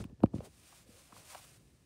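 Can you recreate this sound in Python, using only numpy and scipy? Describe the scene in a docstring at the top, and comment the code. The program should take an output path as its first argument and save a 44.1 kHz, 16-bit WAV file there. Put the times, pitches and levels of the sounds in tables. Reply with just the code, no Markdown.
"""Toy stroller in a quiet bedroom

A small toy stroller is moved and turned. Dull handling bumps (a ringing, damped body) sound close
to the microphone, with a few sharp ticks (very short bursts of noise). Then fabric swishes in several
strokes (coloured noise) while the frame gives some light knocks (short resonances).
Duller rubs, a low rumble and a faint hiss lie underneath."""
import sys
import numpy as np
from scipy import signal
from scipy.fft import rfft, irfft, next_fast_len
from scipy.io import wavfile

SR = 44100
rng = np.random.default_rng(int(sys.argv[2]) if len(sys.argv) > 2 else 0)


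def generate_wav(sig):
    """Save sig (samples, or channels by samples) to the path in sys.argv[1] as 16-bit PCM at SR."""
    pcm = np.round(np.clip(np.atleast_2d(sig).T, -1, 1) * 32767).astype(np.int16)
    wavfile.write(sys.argv[1], SR, pcm)


N = 81585  # length of the scene in samples
TIME = np.arange(N) / SR  # seconds
SIZE = next_fast_len(2 * N)  # transform length, with room so that filtering does not wrap around
HZ = np.maximum(np.arange(SIZE // 2 + 1) * SR / SIZE, 1)


def from_db(db):
    """Turn decibels into a gain."""
    return 10 ** (np.asarray(db) / 20)


def rms_one(x):
    """Scale a signal to an average (rms) strength of 1."""
    return x / np.sqrt(np.mean(x ** 2) + 1e-20)


def level(rows):
    """Gain over time, gliding in dB between (time [s], level [dB]) rows."""
    return from_db(np.interp(TIME, *np.transpose(rows)))


def coloured(x, colour):
    """Shape a signal by (frequency [Hz], level [dB]) points, falling away below the first."""
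    hz, db = np.transpose(colour)
    gain = from_db(np.interp(np.log(HZ), np.log(hz), db))
    gain = gain * np.minimum(HZ / hz[0], 1) ** 2
    return irfft(rfft(x, SIZE) * gain, SIZE)[:N]


def noise(colour):
    """Coloured random noise of rms 1."""
    return rms_one(coloured(rng.standard_normal(N), colour))


def low_pass(x, order, hz):
    """Dull a signal by taking away what lies above hz."""
    return signal.sosfilt(signal.butter(order, hz, fs=SR, output="sos"), x)


def high_pass(x, order, hz):
    """Thin a signal by taking away what lies below hz."""
    return signal.sosfilt(signal.butter(order, hz, "high", fs=SR, output="sos"), x)


def resonate(x, hz, q):
    """A broad resonance applied twice; a higher sharpness q rings longer."""
    b, a = signal.iirpeak(hz, q, fs=SR)
    once = signal.lfilter(b, a, x + 1e-18)  # the tiny offset avoids slow arithmetic near zero
    return signal.lfilter(b, a, once)


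def dying(t60):
    """Exponential decay from 1, losing 60 dB in t60 seconds."""
    return np.exp(-np.log(1000) * np.minimum(TIME / t60, 10))


def add(out, s, x):
    """Mix x into out from time s in seconds."""
    start = max(int(s * SR), 0)
    out[start:start + len(x)] += x[:N - start]


def room_hiss():
    """The steady, faint hiss of the room: coloured noise."""
    # tone of the hiss: (frequency [Hz], level [dB])
    hiss_colour = [(200, 5.5), (900, 1.5), (1500, -9.5), (1740, 6.5), (2000, -4), (5000, -3.5),
                   (9000, -10.5), (12000, -14), (15500, -26)]
    return from_db(-80) * noise(hiss_colour)


def movement_rumble():
    """Low rumble of the movement: deep noise that rises and falls."""
    # strength of the rumble before its boost: (time [s], level [dB])
    rumble_level = [(0, -38), (.07, -60), (.1, -52), (.17, -72), (.22, -48), (.31, -63.5), (.37, -43.5),
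                    (.44, -57), (.52, -65.5), (.73, -69), (.81, -65.5), (.86, -66.5), (.95, -66),
                    (1.1, -69), (1.2, -66), (1.27, -67), (1.4, -67), (1.6, -63.5), (1.85, -70)]
    # tone of the rumble: (frequency [Hz], level [dB])
    rumble_colour = [(28, -25), (50, 0.5), (80, 0.5), (130, 0.5), (200, -6.5), (350, -9.5), (600, -20.5),
                     (1200, -33), (3000, -53.5)]
    boost_db = 0.5
    return from_db(boost_db) * level(rumble_level) * noise(rumble_colour)


def bedroom(x):
    """The room's answer: a faint, short diffuse tail of decaying noise."""
    room_db, room_t60_s = -31.5, 0.25
    tail = rng.standard_normal(N) * dying(room_t60_s)
    tail = tail / np.sqrt(np.sum(tail ** 2))
    return from_db(room_db) * signal.fftconvolve(x, tail)[:N]


def rubs():
    """Short dull scuffs under the fabric: resonant noise that swells and fades."""
    # each rub: (time [s], length [s], level [dB], centre [Hz], sharpness Q)
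    rub_rows = [(0.0, 0.014, -56.5, 704, 0.6), (0.414, 0.072, -58.5, 480, 0.92),
                (0.719, 0.028, -64.5, 844, .8), (0.846, 0.18, -67.5, 515, 4.6),
                (1.062, 0.23, -66.5, 612, 1.03), (1.292, .12, -60, 890, 1.16)]
    out = np.zeros(N)
    for s, length, db, hz, q in rub_rows:
        swell = np.sqrt(np.abs(np.sin(np.pi * np.minimum(TIME / length, 1))))
        scuff = rms_one(resonate(rng.standard_normal(N), hz, q))
        add(out, s, from_db(db) * swell * scuff)
    return out


def reflected(x):
    """Direct sound plus early echoes off wall, floor and furniture, which comb it finely."""
    echo_count, echo_db, echo_span_s = 24, -13.5, 0.03
    lags = rng.uniform(0.1, 1, echo_count) * echo_span_s
    sizes = from_db(echo_db) * rng.standard_normal(echo_count) / np.sqrt(echo_count)
    out = x.copy()
    for lag, size in zip(lags, sizes):
        add(out, lag, size * x)
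    return out


def sliding(rows):
    """Cloth sliding on a level curve: smooth friction hiss plus fibres that catch and let go."""
    # tone of the swish: (frequency [Hz], level [dB])
    swish_colour = [(290, -30.5), (500, -5), (530, -2), (577, -4), (781, -2.5), (851, -9.5), (1100, -2.5),
                    (1850, -6), (2430, -2), (3150, -4.5), (4710, -4.5), (7790, -5), (8740, -1.5),
                    (11700, -11), (15500, -13.5)]
    fibres_per_s, fibre_spread_db, fibre_db = 4500, 3.5, -6
    flutter_db = 0.84  # rms size of the level wobble
    caught = rng.random(N) < fibres_per_s / SR
    strength = from_db(fibre_spread_db * np.minimum(rng.exponential(1, N), 5))
    fibres = caught * rng.choice([-1, 1], N) * strength
    friction = rng.standard_normal(N) + from_db(fibre_db) * rms_one(fibres)
    cloth = rms_one(coloured(reflected(friction), swish_colour))
    wobble = noise([(10, 2), (60, -4.5), (300, -43.5), (2000, -90)])  # mostly slow
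    return level(rows) * from_db(flutter_db * wobble) * cloth


def fabric():
    """Sliding cloth: duller brushing between the bumps, then the long bright strokes."""
    # brushing, before it is dulled: (time [s], level [dB])
    brush_level = [(0, -55.5), (.02, -55.5), (.034, -66.5), (.055, -70), (.08, -82.5), (.3, -86),
                   (.33, -78), (.353, -62), (.40, -69), (.43, -70), (.5, -100)]
    # fabric sliding in several strokes, before its boost: (time [s], level [dB])
    swish_level = [(0.41, -78), (0.454, -59), (0.49, -72.5), (0.682, -63), (0.786, -63), (0.862, -72.5),
                   (0.894, -67), (1.002, -63), (1.098, -68), (1.192, -59.5), (1.228, -64.5), (1.308, -55),
                   (1.572, -67), (1.592, -73.5), (1.85, -78.5)]
    brush_cut_hz, swish_boost_db, swish_attack_s = 9000, 1.5, 0.023
    brushing = low_pass(sliding(brush_level), 2, brush_cut_hz)
    # silent at first, then fading in to reach full strength at the first row
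    attack = np.clip(1 + (TIME - swish_level[0][0]) / swish_attack_s, 0, 1)
    return brushing + from_db(swish_boost_db) * attack * sliding(swish_level)


def knocks():
    """Light knocks of the frame: a few cycles of a damped resonance, then a faint rattling tail."""
    # each knock: (time [s], level [dB], pitch [Hz], sharpness Q)
    knock_rows = [(0.041, -48, 1050, 2.1), (0.204, -51.5, 553, 1.7), (0.4058, -36, 490, 1.7),
                  (0.727, -54.5, 870, 2.3), (1.124, -47.5, 1120, 2.1), (1.127, -45.5, 1140, 3.2),
                  (1.1656, -46, 1100, 2.2), (1.3484, -35.5, 960, 1.12), (1.3534, -39.5, 704, 2.36)]
    tail_db, tail_t60_s = -24, 0.13
    out = np.zeros(N)
    for s, db, hz, q in knock_rows:
        blow = resonate(signal.unit_impulse(N), hz, q)
        blow = blow / np.abs(blow).max()
        tail = rms_one(resonate(rng.standard_normal(N), hz, q / 2)) * dying(tail_t60_s)
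        add(out, s, from_db(db) * (blow + from_db(tail_db) * tail))
    return out


def ticks():
    """Tiny bright cracks of hard parts touching, each with a duller after-rattle."""
    # each tick: (time [s], level before dulling [dB], brightness, its low-pass cutoff [Hz])
    tick_rows = [(0.0411, -41.5, 14600), (0.0976, -59.5, 5000), (0.205, -59, 3060), (0.2344, -37.5, 7500),
                 (0.2597, -41, 2000), (0.383, -46, 4130), (0.4049, -47, 3000), (1.127, -48, 1500),
                 (1.35, -39.5, 9100), (1.353, -51, 5000)]
    # tone of the ticks: (frequency [Hz], level [dB])
    tick_colour = [(700, -5.5), (1300, 8.5), (1600, -1.5), (1800, 5.5), (2120, 0), (2380, 7), (3300, -2.5),
                   (4200, -8), (6500, -16), (8500, -3), (11000, -16.5), (15500, -6.5)]
    crack_t60_s = 0.0062
    rattle_db, rattle_t60_s, rattle_cut_hz = -15, 0.036, 6020
    out = np.zeros(N)
    for s, db, bright_hz in tick_rows:
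        rattle = low_pass(noise(tick_colour), 2, rattle_cut_hz) * dying(rattle_t60_s)
        crack = noise(tick_colour) * dying(crack_t60_s)
        tick = low_pass(crack + from_db(rattle_db) * rattle, 1, bright_hz)
        add(out, s, from_db(db) * tick)
    return out


def body_ring():
    """The damped body's ring: fading tones whose bass lags, so that it sweeps downwards."""
    # what a bump rings with: (frequency [Hz], level [dB], time to fade by 60 dB [s])
    body_modes = [(59, -14, 0.14), (103.3, -4, 0.06), (208, 2, 0.027), (319.2, 0, 0.023), (533, -11, 0.036),
                  (687, -8, 0.018), (929, -7.5, 0.015), (1270, -7, 0.013)]
    lag_cycles = 0.2446  # each frequency arrives this many of its own cycles late
    ring = np.zeros(N)
    for k, (hz, db, t60) in enumerate(body_modes):
        sign = (-1) ** k  # neighbours ring in opposite sign
        ring += sign * from_db(db) * dying(t60) * np.cos(2 * np.pi * hz * TIME)
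    lag = np.exp(-2j * np.pi * lag_cycles * np.log(HZ / SR))
    ring = irfft(rfft(ring, SIZE) * lag, SIZE)[:SR // 2]  # keep half a second
    return low_pass(ring, 6, 1650)


def bumps():
    """Dull handling bumps: soft contacts ring the body, and softer ones sound duller."""
    # each bump: (time [s], peak level [dB], brightness of the contact [Hz], low cut [Hz])
    bump_rows = [(-0.003, -35.5, 290, 71), (0.005, -36.5, 169, 58), (0.024, -43.5, 220, 71),
                 (0.047, -35, 280, 56.3), (0.099, -64, 450, 100), (0.123, -42.5, 230, 54.6),
                 (0.2248, -29.5, 297, 100), (0.235, -10, 766, 135), (0.264, -43.5, 285, 68.7),
                 (0.3338, -43.5, 900, 173), (0.3380, -26.5, 530, 45), (0.347, -36.5, 168, 45.5),
                 (0.357, -35, 455, 70), (0.374, -41, 235, 56), (0.3814, -32.5, 187, 45),
                 (0.411, -54, 324, 100), (0.434, -56, 596, 80), (0.887, -50, 403, 122.5),
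                 (1.124, -51, 284, 127), (1.175, -54.5, 120, 48.6)]
    ring = body_ring()
    out = np.zeros(N)
    for s, db, bright_hz, low_hz in bump_rows:
        bump = high_pass(low_pass(ring, 3, bright_hz), 2, low_hz)
        add(out, s, from_db(db) * bump / np.abs(bump).max())
    return out


def scene():
    """Hiss, rumble and cloth, with the contacts and their room tail, as one channel."""
    contacts = knocks() + ticks() + bumps()
    background = room_hiss() + movement_rumble() + bedroom(contacts)
    return (background + rubs() + fabric() + contacts)[None]


def record(dry):
    """The microphone loses the deepest bass; the top is cut steeply."""
    dry = high_pass(dry, 4, 36)
    return signal.sosfilt(signal.ellip(12, 0.1, 70, 15700, fs=SR, output="sos"), dry)


dry = scene()
out = record(dry)
generate_wav(out)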